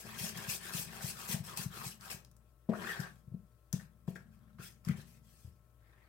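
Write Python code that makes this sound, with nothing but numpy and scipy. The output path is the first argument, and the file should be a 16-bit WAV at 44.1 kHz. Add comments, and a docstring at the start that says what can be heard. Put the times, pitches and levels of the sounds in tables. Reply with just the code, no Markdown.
"""In a small, hard kitchen a metal spoon stirs thick batter in a plastic bowl held on a stone counter.
Eight quick turns plough through the batter and hiss along the wall; a long scoop and slower folds follow.
Friction is noise made of fine slips; the squelch is bursting air pockets filtered by a moving hollow.
Damped modes make the bowl's thumps, filtered noise bursts the spoon's ticks and the larger plops.
Reflections, soft air noise and the faint hum of an appliance surround them."""
import sys
import numpy as np
from scipy import signal
from scipy.fft import rfft, irfft
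from scipy.io import wavfile
from scipy.ndimage import uniform_filter1d

SR = 44100
rng = np.random.default_rng(int(sys.argv[2]) if len(sys.argv) > 2 else 0)


def unload_wav(signal):
    """Save mono or channel-first audio to the path in sys.argv[1] as 16-bit WAV at rate SR, clipped to [-1, 1]."""
    wavfile.write(
        sys.argv[1],
        SR,
        np.round(np.clip(np.atleast_2d(signal).T, -1, 1) * 32767).astype(np.int16),
    )


N = 268128
TIME = np.arange(N) / SR
BINS_HZ = np.maximum(np.arange(N // 2 + 1) * SR / N, 1)


def from_db(db):
    """Level law: decibels become an amplitude gain."""
    return 10 ** (np.asarray(db) / 20)


def rms_one(x):
    """Normalization: the signal is scaled to rms 1."""
    return x / np.sqrt(np.mean(x ** 2) + 1e-20)


def at_hz(points, hz=BINS_HZ):
    """Logarithmic pitch: a table is interpolated on a log-frequency axis."""
    f, value = np.transpose(points)
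    return np.interp(np.log(hz), np.log(f), value)


def drift(rate_hz):
    """Low-pass noise: a slow random wander of rms 1."""
    spectrum = rfft(rng.standard_normal(N)) / (1 + (BINS_HZ / rate_hz) ** 2)
    return rms_one(irfft(spectrum, N))


# left-right coherence of the noises: (frequency [Hz], correlation [1])
COHERENCE = [(60, .97), (200, .88), (420, 0.5), (600, 0.79), (850, 0.42), (1600, 0.095), (4000, 0),
             (15000, 0)]


def colour(pair, points, lift_db=0):
    """Partial coherence: two unrelated signals become one coloured stereo sound whose mean has rms 1."""
    mid, side = rfft(pair)
    alike = np.clip(at_hz(COHERENCE), -1, 1)
    octaves_outside = np.abs(np.log2(BINS_HZ / np.clip(BINS_HZ, points[0][0], points[-1][0])))
    # beyond the table the spectrum falls by a further 23 dB per octave
    gain = from_db(at_hz(points) + lift_db - 23 * octaves_outside)
    common = np.sqrt(1 + alike) * mid
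    opposed = np.sqrt(1 - alike) * side * [[1], [-1]]
    x = irfft(gain * (common + opposed), N)
    return x / np.std(x.mean(axis=0))


# resonances that tint all rubbing: (frequency [Hz], width [Hz], lift [dB])
RUBBING_RESONANCES = [(1157, 50, 5), (1619, 50, 5), (1784, 90, 5), (2222, 50, 4), (2505, 70, 4),
                      (5400, 200, 3), (6200, 250, 3), (8200, 250, 4), (12500, 500, 3)]


def tint():
    """Resonance: bowl and spoon lift narrow bands, given in dB at each frequency."""
    return sum(db / (1 + (2 * (BINS_HZ - hz) / width) ** 2) for hz, width, db in RUBBING_RESONANCES)


def grains(per_s, spread_db):
    """Random impulse process: tiny snaps of uneven size, with independent left and right strengths."""
    born = rng.random(N) < per_s / SR
    size_db = spread_db * np.minimum(rng.exponential(1, N), 4)
    return born * from_db(size_db) * rng.standard_normal((2, N))


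def patchy(x, depth_db, size=5):
    """Changing modal coupling: the moving contact favours other resonances in brief, narrow swells."""
    frames = signal.stft(x, SR, nperseg=512)[2]
    chance = rng.standard_normal(frames.shape[1:])
    chance = uniform_filter1d(uniform_filter1d(chance, size, axis=0), size, axis=1)
    x = signal.istft(frames * from_db(depth_db * rms_one(chance)), SR)[1][:, :N]
    return x / np.std(x.mean(axis=0))


def ring(clicks, modes):
    """Modal decay: clicks excite exponentially damped sines, of alternating sign."""
    out = np.zeros(N)
    for k, (hz, db, t60) in enumerate(modes):
        r = np.exp(-np.log(1000) / (t60 * SR))
        w = 2 * np.pi * hz / SR
        mode = signal.lfilter([0, np.sin(w)], [1, -2 * r * np.cos(w), r * r], clicks + 1e-18)
        out += (-1) ** k * from_db(db) * mode
    return out


def resonate(x, hz, width_hz):
    """Two-pole resonance: one band passes with a gain near 1 at its peak."""
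    r = np.exp(-np.pi * width_hz / SR)
    poles = [1, -2 * r * np.cos(2 * np.pi * hz / SR), r * r]
    return signal.lfilter(np.array([1, 0, -1]) * (1 - r * r) / 2, poles, x)


def add(track, s, sound):
    """Superposition: a sound is mixed into the track at a time in seconds."""
    start = max(int(s * SR), 0)
    part = sound[..., :N - start]
    track[..., start:start + part.shape[-1]] += part


def stroke(start, length, attack_share, sag_db_per_s, release_db_per_s):
    """Force envelope: the gain builds over a share of the length, sags, then dies as the spoon lets go."""
    t = np.maximum(TIME - start, 0)
    fall_db = sag_db_per_s * t + release_db_per_s * np.maximum(t - length, 0)
    return np.minimum(t / (attack_share * length), 1) * from_db(-np.minimum(fall_db, 200))


# the spoon ploughs through the middle of the batter:
# (time [s], length [s], batter level [dB], hiss level [dB], hollow [Hz], hollow lift [dB])
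PLOUGHING = [(-0.01, 0.21, -50.5, -54.5, 1880, 5), (0.311, 0.15, -47.5, -51.5, 1730, 3),
             (0.58, 0.16, -48.5, -54, 1540, 6), (0.84, 0.2, -49.5, -53.5, 1510, 0),
             (1.117, 0.14, -50.5, -50, 1280, 10), (1.43, .11, -50.5, -57.5, 1180, 10),
             (1.692, 0.13, -49, -52.5, 1290, 13), (1.989, 0.12, -54, -55.5, 1370, 7),
             (3.787, 0.016, -61, -65, 1510, 7), (4.16, 0.044, -74, -93, 1750, 3),
             (4.235, 0.27, -76, -105, 1230, 12), (4.579, 0.039, -56, -66, 1400, 17.5),
             (4.879, 0.0067, -50.5, -67, 2200, 8), (5.762, 0.35, -67, -94, 1880, 7)]


def drags(wall_db=-12.5):
    """Viscous drag: deep strokes load the batter; the wall flexes at a level relative to it."""
    for s, length, batter_db, hiss_db, hz, lift_db in PLOUGHING:
        gain = stroke(s, length, attack_share=0.61, sag_db_per_s=18, release_db_per_s=218)
        batter = gain * from_db(batter_db)
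        yield gain * from_db(hiss_db), batter, batter * from_db(wall_db), hz, lift_db


# the spoon's edge sweeps along the wall: (time [s], length [s], hiss level [dB], batter level [dB])
WALL_SWEEPS = [(0.0, 0.0041, -48, -57), (0.164, 0.12, -42, -52), (0.367, 0.033, -54, -67),
               (0.466, 0.086, -41.5, -53), (0.623, 0.033, -51.5, -61), (0.717, 0.1, -41.5, -53.5),
               (1.001, 0.11, -45, -57.5), (1.273, 0.064, -41, -48), (1.43, 0.061, -53.5, -63),
               (1.558, 0.056, -42.5, -51), (1.825, 0.064, -46.5, -58.5), (2.097, 0.03, -47, -54),
               (2.989, 0.021, -56.5, -63), (3.044, 0.14, -77, -85), (3.724, 0.036, -56.5, -66),
               (4.07, 0.032, -65.5, -66), (4.152, 0.0095, -65.5, -63), (4.31, 0.044, -81.5, -89),
               (4.613, 0.067, -55, -67.5), (4.838, 0.082, -63.5, -61), (4.954, 0.062, -64.5, -65),
               (5.031, 0.14, -70, -76), (5.208, .27, -69.5, -79.5)]
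# against the wall the hollow is small and shallow
SWEEP_HOLLOW_HZ, SWEEP_LIFT_DB = 2090, -0.5


def sweeps(wall_db=-10.5):
    """Sliding friction: the edge hisses on the wall and pushes some batter along."""
    for s, length, hiss_db, batter_db in WALL_SWEEPS:
        gain = stroke(s, length, attack_share=0.33, sag_db_per_s=7, release_db_per_s=288)
        batter = gain * from_db(batter_db)
        yield gain * from_db(hiss_db), batter, batter * from_db(wall_db), SWEEP_HOLLOW_HZ, SWEEP_LIFT_DB


# one long scoop, levels before the gains below:
# (time [s], batter level [dB], hiss level [dB], wall level [dB], hollow [Hz])
LONG_SCOOP = [(2.695, -55, -65, -42, 1150), (2.715, -57.5, -72, -50, 1100), (2.737, -53, -66, -45, 1160),
              (2.775, -55, -59, -64, 1280), (2.807, -51, -59, -48.5, 1400),
              (2.899, -39.5, -51.5, -54, 1890), (2.983, -48, -61.5, -59.5, 1500),
              (3.013, -51, -61, -52, 1570), (3.073, -50.5, -65, -83, 1490), (3.15, -86, -82, -85, 1690)]


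def scoop(batter_gain_db=-1.2, hiss_gain_db=-1.5, wall_gain_db=-2.5, lift_db=9.5, release_db_per_s=145):
    """Changing cavity: lifting and folding the batter moves its levels and the pitch of its hollow."""
    s, *columns = np.transpose(LONG_SCOOP)
    batter_db, hiss_db, wall_db, hz = [np.interp(TIME, s, c) for c in columns]
    scooping = (TIME > s[0]) * from_db(-release_db_per_s * np.clip(TIME - s[-1], 0, 1))
    hiss = scooping * from_db(hiss_db + hiss_gain_db)
    batter = scooping * from_db(batter_db + batter_gain_db)
    return hiss, batter, scooping * from_db(wall_db + wall_gain_db), hz, lift_db


def stirring(film_db=-89.0):
    """Incoherent addition: movements add in power; the one shifting most batter shapes the hollow."""
    film = from_db(film_db)   # the spoon never quite rests
    resting = (film, film, film, SWEEP_HOLLOW_HZ, SWEEP_LIFT_DB)
    hisses, batters, walls, hollows_hz, lifts_db = zip(resting, *drags(), *sweeps(), scoop())
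    hiss, batter, flex = [np.sqrt(sum(g ** 2 for g in gains)) for gains in (hisses, batters, walls)]

    def weighted(values):
        """Power weighting: each movement counts by its batter power."""
        return sum(b ** 2 * v for b, v in zip(batters, values)) / batter ** 2

    return hiss, batter, flex, weighted(hollows_hz), weighted(lifts_db)


# spectrum of the fine slips: (frequency [Hz], level [dB])
SLIP_SPECTRUM = [(2470, -43), (4200, -4), (5210, 2), (5670, -2), (6160, 0), (6650, -2), (7110, 1),
                 (8350, 1), (9810, -1), (12600, -1), (15100, -2.5), (15800, -4)]
# spectrum of the coarser catches: (frequency [Hz], level [dB])
CATCH_SPECTRUM = [(1500, -11), (2200, -8), (2550, 0), (2900, -2.5), (3250, -0.5), (3900, -3.5), (4600, -5),
                  (5400, -10.5)]


def scrape(hiss, batter, hiss_db=-2.0, grit_db=-5.0, grit_follows_batter=0.47, judder_db=1.28):
    """Stick-slip friction: the edge makes fine slips, and coarser catches under a load of batter."""
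    slips = colour(grains(per_s=22000, spread_db=2.0), SLIP_SPECTRUM, tint())
    catches = colour(grains(per_s=3500, spread_db=1.5), CATCH_SPECTRUM, tint())
    grit = hiss * (batter / hiss) ** grit_follows_batter
    fine = from_db(hiss_db) * hiss * patchy(slips, depth_db=3.0)
    coarse = from_db(grit_db) * grit * patchy(catches, depth_db=4.0)
    return (fine + coarse) * from_db(judder_db * drift(31))


# spectrum of the bursting pockets before the hollow: (frequency [Hz], level [dB])
POP_SPECTRUM = [(500, -2), (800, 2.5), (1200, 1.5), (1800, 1.5), (2400, -2), (3000, -10), (4500, -18)]


def squelch(batter, hollow_hz, lift_db, gain_db=-3.0, clump_db=1.5, hollow_octaves=0.26):
    """Cavity resonance: air pockets tear open and sound through the changing hollow behind the spoon."""
    pops = patchy(colour(grains(per_s=1800, spread_db=0.5), POP_SPECTRUM, tint()), depth_db=4.0)
    hz, s, frames = signal.stft(pops, SR, nperseg=512)
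    octaves_off = np.log2((hz[:, None] + 1) / np.interp(s, TIME, hollow_hz))
    hollow = from_db(np.interp(s, TIME, lift_db) / (1 + (octaves_off / hollow_octaves) ** 2))
    pops = signal.istft(frames * hollow, SR)[1][:, :N]
    # the hollow sets the colour; the batter gain and random clumping set the loudness
    pops = pops / np.sqrt(uniform_filter1d(pops.mean(axis=0) ** 2, size=1500))
    return pops * batter * from_db(gain_db + clump_db * drift(52))


# the bowl's low shudder as the hand bears on it, before its gain: (time [s], level [dB])
SHUDDER_LEVEL = [(0, -59), (0.35, -54.5), (0.62, -61), (0.9, -54.5), (1.2, -63.5), (1.8, -56), (2.3, -71.5),
                 (2.9, -91), (3.08, -59), (3.62, -88), (3.95, -69.5), (4.3, -59.5), (4.75, -67),
                 (5.05, -60.5), (5.7, -80), (6.08, -83)]
# spectrum of the shaken bowl: (frequency [Hz], level [dB])
BOWL_SPECTRUM = [(28, -22), (60, -15), (90, -2), (125, 5), (190, 2.5), (245, -1.5), (310, -37)]
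# spectrum of the flexing wall: (frequency [Hz], level [dB])
WALL_SPECTRUM = [(270, -44), (320, 4.5), (400, 9.5), (470, 1.5), (560, -6), (660, -4), (760, -1.5),
                 (900, -6)]
# modes of the wall, also rung by bumps: (frequency [Hz], level [dB], decay t60 [s])
WALL_RINGING = [(338.5, -6.5, 0.058), (404.6, -10, 0.12), (456.5, -15, 0.14), (509.4, -16.5, 0.19),
                (565, -20.5, 0.2), (673.5, -17, 0.12), (703, -42.5, 0.025), (970, -22.5, 0.033)]


def shudder(flex, bowl_gain_db=-1.0, flex_share_db=0.5):
    """Forced vibration: stick and slip shake the bowl and flex its wall, which favours its own modes."""
    shake = from_db(np.interp(TIME, *np.transpose(SHUDDER_LEVEL)) + bowl_gain_db)
    modes_db = sum(4 / (1 + ((BINS_HZ - hz) / 12) ** 2) for hz, db, t60 in WALL_RINGING)
    bowl = colour(grains(900, spread_db=1.5), BOWL_SPECTRUM) * np.hypot(shake, from_db(flex_share_db) * flex)
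    wall = colour(grains(900, spread_db=3.0), WALL_SPECTRUM, modes_db) * flex
    return bowl + wall


# larger air pockets bursting in the batter, before the gain: (time [s], peak level [dB], pitch [Hz])
POCKETS = [(0.158, -44, 2150), (0.715, -44, 1680), (1.008, -37, 1750), (1.815, -37, 1220),
           (2.07, -42, 1210), (2.689, -32.5, 670), (2.724, -32, 680), (2.734, -33, 1340),
           (2.753, -37.5, 1520), (2.846, -32, 1530), (2.902, -31, 1770), (4.077, -47.5, 940),
           (4.157, -37.5, 1740), (4.584, -52, 1350), (4.886, -44, 1530)]


def plops(gain_db=-2.0, tear_s=0.0064, outer_mouth_db=-1.5):
    """Coupled resonators: a torn pocket rings in its cavity and, lower, in its open mouth."""
    out = np.zeros((2, N))
    t = TIME[:SR // 10]
    for s, db, hz in POCKETS:
        # one noise common to both sides, one separate for each
        noise = rng.standard_normal(len(t)) + 0.83 * rng.standard_normal((2, len(t)))
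        tear = noise * np.exp(-t / tear_s)
        inner = resonate(tear, hz, .25 * hz)
        outer = resonate(tear, .75 * hz, .2 * hz)
        cavity = resonate(inner - from_db(outer_mouth_db) * outer, .9 * hz, .6 * hz)
        add(out, s, from_db(db + gain_db) * cavity / np.abs(cavity).max())
    return out


# bowl bumping on the counter, before the gains:
# (time [s], level [dB], pitch [Hz], wall ring relative to the bump [dB])
BUMPS = [(0.043, -47.5, 189, -4), (0.205, -39.5, 132, -38), (0.232, -38.5, 180, -24),
         (0.357, -43, 167, -12), (0.477, -37.5, 144, -33), (0.741, -36.5, 150, -21),
         (0.785, -45.5, 140, -9), (1.036, -34, 136.5, -28), (1.29, -38, 171, -23), (1.336, -29, 156, -41),
         (1.398, -34, 143, -37), (1.586, -39, 155, -27), (1.654, -32, 138, -37), (1.858, -39, 130, -34),
         (2.137, -46, 146, -12), (2.686, -24.5, 208, -5), (2.991, -31.5, 147, -19),
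         (3.271, -43.5, 132, -23), (3.312, -41.5, 129, -19), (3.336, -35, 169.5, -20),
         (3.731, -26, 153, -21), (4.075, -30, 160, -11), (4.151, -46.5, 177, -4), (4.588, -42, 139, -10),
         (4.865, -31.5, 155, -21.5), (4.888, -25, 170, -25), (4.901, -30.5, 133, -17.5),
         (4.978, -39, 137, -16), (5.441, -40.5, 94, -27), (5.467, -41, 88, -24)]
# low modes that a bump sets ringing: (frequency [Hz], level [dB], decay t60 [s])
BOWL_RINGING = [(132, -21, .2), (178, -25, .15), (246, -30, .12)]


def thumps(gain_db=3.0, swell_s=0.0097, damping=5.1, wall_gain_db=0.5, lowest_hz=90):
    """Damped oscillation: the loaded bowl rocks for a few cycles and its modes ring on faintly."""
    out, bumps, contacts = np.zeros((3, N))
    t = TIME[:SR // 10]
    swell = (t / swell_s * np.exp(1 - t / swell_s)) ** damping
    for s, db, hz, wall_db in BUMPS:
        add(out, s, from_db(db) * swell * np.cos(2 * np.pi * hz * (t - swell_s)))
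        add(bumps, s + swell_s, from_db([db]))
        add(contacts, s + 0.00382, from_db([db + wall_db + wall_gain_db]))
    out = out + ring(bumps, BOWL_RINGING) + ring(contacts, WALL_RINGING)
    # the thumps carry little below 90 Hz
    return from_db(gain_db) * signal.sosfilt(signal.butter(2, lowest_hz, "high", fs=SR, output="sos"), out)


# spoon ticking on the bowl, before the gain: (time [s], level [dB], brightest pitch [Hz])
SPOON_TICKS = [(0.374, -31.5, 5190), (1.573, -24.5, 8700), (2.01, -41.5, 4810), (2.1037, -35, 5050),
               (2.2478, -45.5, 4470), (2.3138, -52.5, 7400), (2.366, -53, 7600), (3.0025, -34, 4850),
               (3.157, -60, 9000), (3.7285, -26, 6000), (4.0776, -60, 2630), (4.8495, -42, 5000),
               (4.8865, -35, 2860)]
# spectrum of the snap: (frequency [Hz], level [dB])
SNAP_SPECTRUM = [(1000, 6.5), (3000, -0.5), (5500, 6.5), (8000, 6), (12000, 8.5), (16000, 13)]


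def ticks(gain_db=-8.0, snap_s=0.0032):
    """Impact: metal on plastic gives a bright snap and a short ring, smothered by the batter."""
    out = np.zeros((2, N))
    t = TIME[:SR // 10]
    bright = colour(rng.standard_normal((2, N)), SNAP_SPECTRUM)
    for k, (s, db, hz) in enumerate(SPOON_TICKS):
        snap = bright[:, k * len(t):(k + 1) * len(t)]
        snap = signal.sosfilt(signal.butter(1, min(2 * hz, .45 * SR), fs=SR, output="sos"), snap)
        snap = rms_one(snap + 1.5 * resonate(snap, hz, .25 * hz))
        add(out, s, from_db(db + gain_db) * snap * np.exp(-t / snap_s))
    return out


# reverberation of the kitchen: (frequency [Hz], decay t60 [s])
REVERBERATION = [(100, 0.36), (500, 0.42), (2000, 0.25), (8000, 0.19), (16000, 0.046)]


def kitchen(x):
    """Diffuse reverberation: tiles and cupboards return a noise-like tail whose treble dies first."""
    white = colour(rng.standard_normal((2, N)), [(20, 0), (SR / 2, 0)])[:, :SR // 2]
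    hz, s, frames = signal.stft(white, SR, nperseg=256)
    decay = np.exp(-np.log(1000) * s / at_hz(REVERBERATION, hz + 1)[:, None])
    tail = signal.istft(frames * decay, SR)[1]
    tail = tail * np.minimum(TIME[:tail.shape[1]] / 0.006, 1)   # builds over 6 ms
    return signal.fftconvolve(x, tail / np.sqrt(np.sum(tail ** 2) / 2), axes=1)[:, :N]


# spectrum of the air noise: (frequency [Hz], level [dB])
AIR_SPECTRUM = [(25, -39), (36, -32), (48, -30), (59, -1), (82, -10.5), (118, 4.5), (200, -40.5),
                (300, -13.5), (450, -24), (620, -21.5), (850, -26), (1400, -26.5), (2200, -35.5),
                (5000, -42.5), (9500, -34.5), (15800, -33)]
# appliance hum, before the left-right balance: (frequency [Hz], rms level [dB])
HUM_LINES = [(59, -67), (119, -76.5), (479, -89.5), (600, -85.5), (1075, -89.5), (1320, -87)]


def room_tone(air_db=-71.0, left_db=4.0):
    """Stationary background: soft air noise and the faint, slightly unsteady lines of an appliance motor."""
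    air = from_db(air_db) * colour(rng.standard_normal((2, N)), AIR_SPECTRUM)
    hum = 0
    for hz, db in HUM_LINES:
        phase = 2 * np.pi * hz * TIME + np.sqrt(hz / 400) * drift(10)
        hum = hum + np.sqrt(2) * from_db(db) * np.sin(phase)
    # the left is raised and the right lowered by the same amount
    return (air + hum) * from_db([[left_db], [-left_db]])


# how much louder the bowl is on the left than on the right: (frequency [Hz], difference [dB])
LEFT_EXCESS = [(100, 6.5), (600, 7.5), (1050, 3.5), (1500, 6.5), (2400, 5), (4000, 1.5), (8000, 7),
               (15000, 6.5)]


def scene(rub_room_db=-10.0, thump_room_db=-14.0, tick_room_db=-8.0):
    """Direct and reverberant field: the bowl is close by, stronger on the left, in a small hard room."""
    hiss, batter, flex, hollow_hz, lift_db = stirring()
    rubbing = scrape(hiss, batter) + squelch(batter, hollow_hz, lift_db) + shudder(flex)
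    bumps = thumps()
    clicks = ticks() + plops()
    sent = from_db(rub_room_db) * rubbing + from_db(thump_room_db) * bumps + from_db(tick_room_db) * clicks
    near = rubbing + bumps + clicks + kitchen(sent)
    sides = from_db(at_hz(LEFT_EXCESS) / 2 * [[1], [-1]])
    return irfft(rfft(near) * sides / sides.mean(axis=0), N) + room_tone()


def record(dry, low_hz=40.2, cutoff_hz=15900):
    """Band limitation: the microphone sheds the deep bass and the top is cut steeply."""
    x = signal.sosfilt(signal.butter(2, low_hz, "high", fs=SR, output="sos"), dry)
    return signal.sosfilt(signal.ellip(12, .1, 80, cutoff_hz, fs=SR, output="sos"), x)


dry = scene()
out = record(dry)
unload_wav(out)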